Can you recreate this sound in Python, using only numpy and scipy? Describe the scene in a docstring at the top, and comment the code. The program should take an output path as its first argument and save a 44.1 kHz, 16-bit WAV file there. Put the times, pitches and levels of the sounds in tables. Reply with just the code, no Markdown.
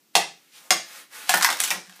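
"""Over the still air of a low woodshed a brief soft hiss leads into the first of two hammer blows on an
iron blade set in a large log; each impact excites the modes of iron and wood, and the log thumps on its
trestle. Sleeves swish between the blows and as the blade is levered. From about 1.3 s the wood fractures:
a slab tears loose, knocks about and snaps its last fibres, and the freed blade rings faintly.
The shed adds a short, dense reverberation."""
import sys
import numpy as np
from scipy import signal
from scipy.io import wavfile

SR = 44100
rng = np.random.default_rng(int(sys.argv[2]) if len(sys.argv) > 2 else 0)


def to_wav(s):
    """Save 16-bit WAV."""
    ch = np.atleast_2d(s).T  # columns
    pcm = np.round(np.clip(ch, -1, 1) * 32767)  # PCM
    wavfile.write(sys.argv[1], SR, pcm.astype(np.int16))


N = 88200
T = np.arange(round(.45 * SR)) / SR  # time axis of one event in seconds

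# Spectra of the air, hisses, reverberation, blows and cracks, and a flat one.
# Each row: frequency in Hz, relative level in dB.
AIR_SPECTRUM = [(25, -39), (80, -9), (130, 13.5), (180, 13), (320, 15.5), (550, 4.5), (1500, 3), (6000, 4),
                (10000, 0), (15000, 2.5)]
HISS_SPECTRUM = [(60, -25), (200, -12), (500, -7), (900, -6.5), (3000, -3.5), (9000, -1), (15000, -6.5)]
SHED_SPECTRUM = [(50, -22), (170, 6), (400, 5.5), (900, 2), (3000, -3), (8000, -5), (15000, 3)]
BLOW_SPECTRUM = [(40, -35), (100, -29), (170, -8.5), (270, -18), (350, -5.5), (600, -7.5), (1200, 3),
                 (2100, 4), (4000, 2), (6500, 1.5), (9500, -3), (11000, -10), (15000, -15.5)]
CRACK_SPECTRUM = [(40, -15), (110, -15.5), (200, -14), (500, -9.5), (750, -2.5), (1500, 2.5), (3000, 2),
                  (5500, 1.5), (9000, -3), (15000, -13)]
FLAT = [(20, 0), (20000, 0)]
# Modes of the shed, log on trestle, blade with hammer head, freed blade, and slab at pitch ratio 1.
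# Each row: frequency in Hz, relative level in dB, T60 (time to decay by 60 dB) in seconds.
SHED_MODES = [(176.4, -63, 0.32), (346.5, -48.5, 0.36), (538, -56, 0.44)]
TRESTLE_MODES = [(179.2, -33.5, 0.26), (195.3, -37, 0.21), (338, -36.5, 0.19), (412, -39.5, 0.17),
                 (555, -35.5, 0.18)]
IRON_MODES = [(1740, 3.5, .12), (2062, 9, .12), (2130, -21, .2), (2620, -11.5, 0.13), (3130, -13, 0.15),
              (3300, 1, .12), (3620, -2.5, .18), (3860, -3, .14), (4550, -1.5, .11), (4980, 9.5, .1),
              (5300, -27, .18), (5130, 8, .1), (6435, -2.5, 0.12)]
FREED_BLADE_MODES = [(2644, -27, 0.11), (2656, -28, 0.065), (2970, -55, 0.79), (3180, -45, 0.22)]
SLAB_MODES = [(870, -12, 0.055), (968, -5, 0.051), (1064, -4, 0.04), (1270, -12, 0.024), (1442, -1.5, 0.03),
              (1630, 0.5, 0.048), (1740, -7, 0.027), (1870, -21, .04), (2011, 0, 0.052), (2215, -3, 0.056),
              (2686, -12, 0.053)]
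# Modes of the log. Each row: multiple of its pitch, relative level in dB, T60 in seconds before cracking.
LOG_MODES = [(.92, -6, 0.041), (1.0, -1.5, 0.049), (1.07, -9, 0.046), (1.62, -19.5, 0.057)]
# Early reflections. Each row: mean delay in seconds, gain.
ECHOES = [(.0038, 0.3), (.0052, 0.13), (.0078, 0.13), (0.0124, 0.2), (0.0153, 0.26)]
# Reverberation time. Each row: frequency in Hz, T60 in seconds.
SHED_T60 = [(120, 0.57), (320, 0.34), (840, 0.24), (2200, 0.3), (5500, 0.35), (9000, 0.3), (14000, .17)]
# A brief soft hiss leading into the first hammer blow (first row), then sleeve swishes.
# Each row: peak time, rise and fall (to 1/e) in seconds, level in dB, centre in Hz.
HISSES = [(.15, 0.011, 0.024, -52.5, 1990), (.47, 0.23, 0.075, -63, 2030),
          (.575, 0.049, 0.029, -47.5, 2780), (0.654, 0.072, 0.048, -51.5, 920),
          (0.976, 0.12, 0.055, -43, 1780), (1.159, 0.04, 0.086, -40.5, 1650),
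          (1.23, 0.046, 0.097, -43.5, 1710)]
# Rocking of the log. Each row: start in seconds, level in dB, extra gain of the upper modes in dB.
ROCKS = [(.156, 2.5, 2.5), (0.71, -6, 6), (1.286, -9, -4), (1.334, 1.5, 5), (1.369, -2.5, -1),
         (1.715, -5, 1), (1.745, -1.5, -9), (1.871, -12.5, -17)]
# Envelope of the tearing fibres. Each row: time in seconds, level in dB.
TEARING = [(1.25, -59), (1.285, -36.5), (1.33, -26.5), (1.40, -37), (1.50, -44), (1.561, -47.5),
           (1.602, -30), (1.66, -34.5), (1.72, -38), (1.77, -61), (1.82, -54.5), (2.0, -55)]
# Hammer blows. Each row: start in seconds, level in dB, log pitch in Hz, log ring in dB,
# iron ring in dB, brightest band in Hz.
BLOWS = [(0.1528, 2, 793, -0.5, -12.5, 2760), (0.7062, 1, 721, -4, -10.5, 5040)]
# Cracks of the wood. Each row: start in seconds, snap in dB, splintering T60 in seconds,
# treble tilt in dB per octave, log ring in dB, slab knock in dB, slab pitch ratio.
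CRACKS = [(1.2936, 1.5, 0.03, 3.5, 3, -3, 1.03), (1.3395, -4, .04, -1, 0.5, 2.5, 0.89),
          (1.3433, -1.5, 0.012, 4, -2.5, -5, 1.38), (1.3725, -15.5, 0.048, 9.5, -17, -3, 0.91),
          (1.411, -11, 0.033, 2.5, -34, -0.5, 0.98), (1.4250, -0.5, 0.07, 1.4, -35, -24, 1.4),
          (1.4295, -5, 0.043, 1.5, -12, -5, .95), (1.4463, 2, .018, 3, -13, 4.5, 1.0),
          (1.466, -19, .02, 5, -30, -12.5, 0.88), (1.4895, -10, 0.0073, -1.5, -9.5, 1, .97),
          (1.5028, -4, 0.06, -0.5, -13, -28, .92), (1.527, -7, 0.042, 0, -39, -27, 0.68),
          (1.571, -20, 0.022, 3.5, -27, -24, 1.4), (1.603, -3.5, 0.017, 5.5, -19.5, -13, 1.25),
          (1.6379, -3, 0.051, 3.6, -41, -10, 1.45), (1.677, -16, 0.054, 7, -34, -14.5, 1.5),
          (1.7053, -3.5, 0.044, 3, -27, -21, 0.84), (1.711, -5, 0.064, 0, -11, -8, 1.17),
          (1.750, -19.5, 0.089, -4.5, -40, -45, 0.49), (1.896, -28, 0.039, 0, -28, -32.5, 1.13),
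          (1.925, -39, 0.012, 2, -40, -35, 1.6), (1.961, -47, 0.032, 14, -43, -41, 1.0),
          (1.993, -38, 0.042, -7.5, -53, -44, 0.96)]

AIR_DB, BLOW_DB, CRACK_DB, IRON_DB, LOG_DB, SLAB_DB = -63, 13.5, 9, -23.5, -13.5, -19
BLOW_ROOM_DB, CRACK_ROOM_DB, KNOCK_ROOM_DB, RUSTLE_ROOM_DB = -1, -1, -3.5, -2.5
SHED_BUILD_S, ECHO_SPREAD = 0.0036, .08
THUMP_RISE_S, UPPER_MODES_HZ = 0.015, 280
CRACKED_LOG_HZ, CRACKED_DAMPING, FREED_S = 745, 1.51, 1.709
WOOD_CUT_HZ, LOW_CUT_HZ, HIGH_CUT_HZ, CEILING = 476, 160, 15350, 2.2


def amp(db):
    """Amplitude ratio of a level in decibels."""
    return 10 ** (np.asarray(db) / 20)


def read(points, hz):
    """Interpolation on a logarithmic frequency axis."""
    f, value = np.transpose(points)
    return np.interp(np.log(hz + 1), np.log(f + 1), value)


def unit_rms(x):
    """Normalisation to unit mean power."""
    return x / np.sqrt(np.mean(x ** 2) + 1e-20)


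def add(mix, start_s, sound):
    """Superposition: a delayed sound adds to the mix."""
    part = mix[max(round(start_s * SR), 0):][:len(sound)]
    part += sound[:len(part)]


def coloured(x, spectrum, tilt_db=0, peak_hz=1000, peak_db=0, octaves=1):
    """Minimum-phase filtering by a spectrum, a tilt per octave and one broad peak."""
    size = 4096
    hz = np.abs(np.fft.fftfreq(size, 1 / SR)) + 1
    db = read(spectrum, hz) + tilt_db * np.log2(np.maximum(hz, 500) / 4000)
    db += peak_db * np.exp(-.5 * (np.log2(hz / peak_hz) / octaves) ** 2)
    response = np.exp(np.conj(signal.hilbert(np.log(amp(db)))))
    taps = np.fft.ifft(response).real[:size // 2]
    return signal.fftconvolve(x, taps)[:len(x)]


def ring(modes, pitch=1, spread_db=0):
    """Free vibration: damped modes whose signs and strengths depend on the point struck, here random."""
    out = np.zeros(len(T))
    for hz, db, t60 in modes:
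        sign = rng.choice([-1, 1])
        decay = amp(db + spread_db * rng.standard_normal() - 60 * T / t60)
        out += sign * decay * np.cos(2 * np.pi * hz * pitch * T)
    return out


def radiated(x):
    """Radiation efficiency: ringing wood gives off little below its first mode."""
    return signal.sosfilt(signal.butter(2, WOOD_CUT_HZ, "high", fs=SR, output="sos"), x)


def clicks(count, per_s, spread_db):
    """Shot noise: independent impulses of uneven size."""
    size = amp(spread_db * np.minimum(rng.exponential(1, count), 4))
    return unit_rms(size * rng.choice([-1, 1], count) * (rng.random(count) < per_s / SR))


def burst(contact_gain, contact_t60, splinter_t60):
    """Acoustic emission: a brief crush of contact, then a decaying shower of splinter clicks."""
    shower = clicks(len(T), per_s=7000, spread_db=3) * amp(-60 * T / splinter_t60)
    contact = rng.choice([-1, 1], len(T)) * amp(-60 * T / contact_t60)
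    return shower / np.linalg.norm(shower) + contact_gain * contact / np.linalg.norm(contact)


def still_air():
    """Stationary noise: a faint floor, strongest in the bass."""
    return amp(AIR_DB) * unit_rms(coloured(rng.standard_normal(N), AIR_SPECTRUM))


def shed(x):
    """Reverberation: a diffuse tail, standing waves and roof and wall echoes, differing for each spot."""
    reflections = rng.choice([-1., 1.], len(T)) * (rng.random(len(T)) < .2)
    hz, t, bands = signal.stft(reflections, SR, nperseg=256)
    decay = amp(-60 * t / read(SHED_T60, hz)[:, None])
    tail = signal.istft(bands * decay, SR, nperseg=256)[1][:len(T)]
    tail *= 1 - np.exp(-(T / SHED_BUILD_S) ** 2)
    response = coloured(tail / np.linalg.norm(tail), SHED_SPECTRUM) + ring(SHED_MODES)
    for delay, gain in ECHOES:
        add(response, delay * (1 + ECHO_SPREAD * rng.uniform(-1, 1)), np.array([gain]))
    return signal.fftconvolve(x, response)[:len(x)]


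def hiss_and_sleeves():
    """Modulated noise: a soft hiss leads into the first blow; the later swells are sleeve friction."""
    t, out = np.arange(N) / SR, np.zeros(N)
    for peak_s, rise, fall, db, hz in HISSES:
        swell = np.exp(-((t - peak_s) / np.where(t < peak_s, rise, fall)) ** 2)
        hiss = coloured(rng.standard_normal(N), HISS_SPECTRUM, peak_hz=hz, peak_db=10, octaves=0.83)
        out += amp(db) * swell * unit_rms(hiss)
    return out


def trestle():
    """Low resonances thump as the log shifts on its support; sharp jolts excite the upper modes more."""
    out = np.zeros(N)
    onset = 1 - np.exp(-T / THUMP_RISE_S)
    for start, db, upper_db in ROCKS:
        modes = [(hz, level + upper_db * (hz > UPPER_MODES_HZ), t60) for hz, level, t60 in TRESTLE_MODES]
        add(out, start, amp(db) * onset * ring(modes))
    return out


def fibres():
    """Tensile failure: fibres part one by one in a fine crackle as the slab peels away."""
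    level_db = np.interp(np.arange(N) / SR, *np.transpose(TEARING), left=-120)
    crackle = coloured(clicks(N, per_s=2900, spread_db=5), CRACK_SPECTRUM)
    return amp(level_db) * unit_rms(crackle)


def hammer():
    """Impact excitation: the blade bites, iron and log ring; the spot struck sets the brightest band."""
    out = np.zeros(N)
    for start, db, log_hz, log_db, iron_db, bright_hz in BLOWS:
        crush = burst(contact_gain=0.57, contact_t60=0.012, splinter_t60=0.075)
        bite = amp(BLOW_DB) * coloured(crush, BLOW_SPECTRUM)
        iron = amp(IRON_DB + iron_db) * ring(IRON_MODES)
        clack = coloured(bite + iron, FLAT, peak_hz=bright_hz, peak_db=4, octaves=0.42)
        blow = clack + amp(LOG_DB + log_db) * radiated(ring(LOG_MODES, log_hz))
        add(out, start, amp(db) * (blow + amp(BLOW_ROOM_DB) * shed(blow)))
    return out


def cracks():
    """Brittle fracture: each snap rings the log and knocks the slab; near the end the blade comes free."""
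    out = np.zeros(N)
    damped_modes = [(ratio, db, t60 / CRACKED_DAMPING) for ratio, db, t60 in LOG_MODES]
    for start, db, t60, tilt_db, log_db, slab_db, pitch in CRACKS:
        fracture = burst(contact_gain=0.81, contact_t60=0.0019, splinter_t60=t60)
        snap = amp(CRACK_DB + db) * coloured(fracture, CRACK_SPECTRUM, tilt_db)
        log = amp(LOG_DB + log_db) * ring(damped_modes, CRACKED_LOG_HZ)
        slab = amp(SLAB_DB + slab_db) * ring(SLAB_MODES, pitch, spread_db=3.5)
        knock = radiated(log + slab)
        reverberation = shed(amp(CRACK_ROOM_DB) * snap + amp(KNOCK_ROOM_DB) * knock)
        add(out, start, snap + knock + reverberation)
    add(out, FREED_S, ring(FREED_BLADE_MODES))
    return out


def scene():
    """Superposition of the still air and the sounds of the work, in one channel."""
    air = still_air()
    rustle = fibres() + hiss_and_sleeves()
    work = hammer() + cracks() + rustle + amp(RUSTLE_ROOM_DB) * shed(rustle)
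    return (air + trestle() + amp(-1) * work)[None]


def record(dry):
    """Soft saturation rounds the loudest peaks; two filters then limit the bandwidth."""
    rounded = CEILING * np.tanh(dry / CEILING)
    low_cut = signal.butter(2, LOW_CUT_HZ, "high", fs=SR, output="sos")
    high_cut = signal.firwin(301, HIGH_CUT_HZ, window=("kaiser", 8), fs=SR)
    return signal.oaconvolve(signal.sosfilt(low_cut, rounded), high_cut[None], "same")


dry = scene()
out = record(dry)
to_wav(out)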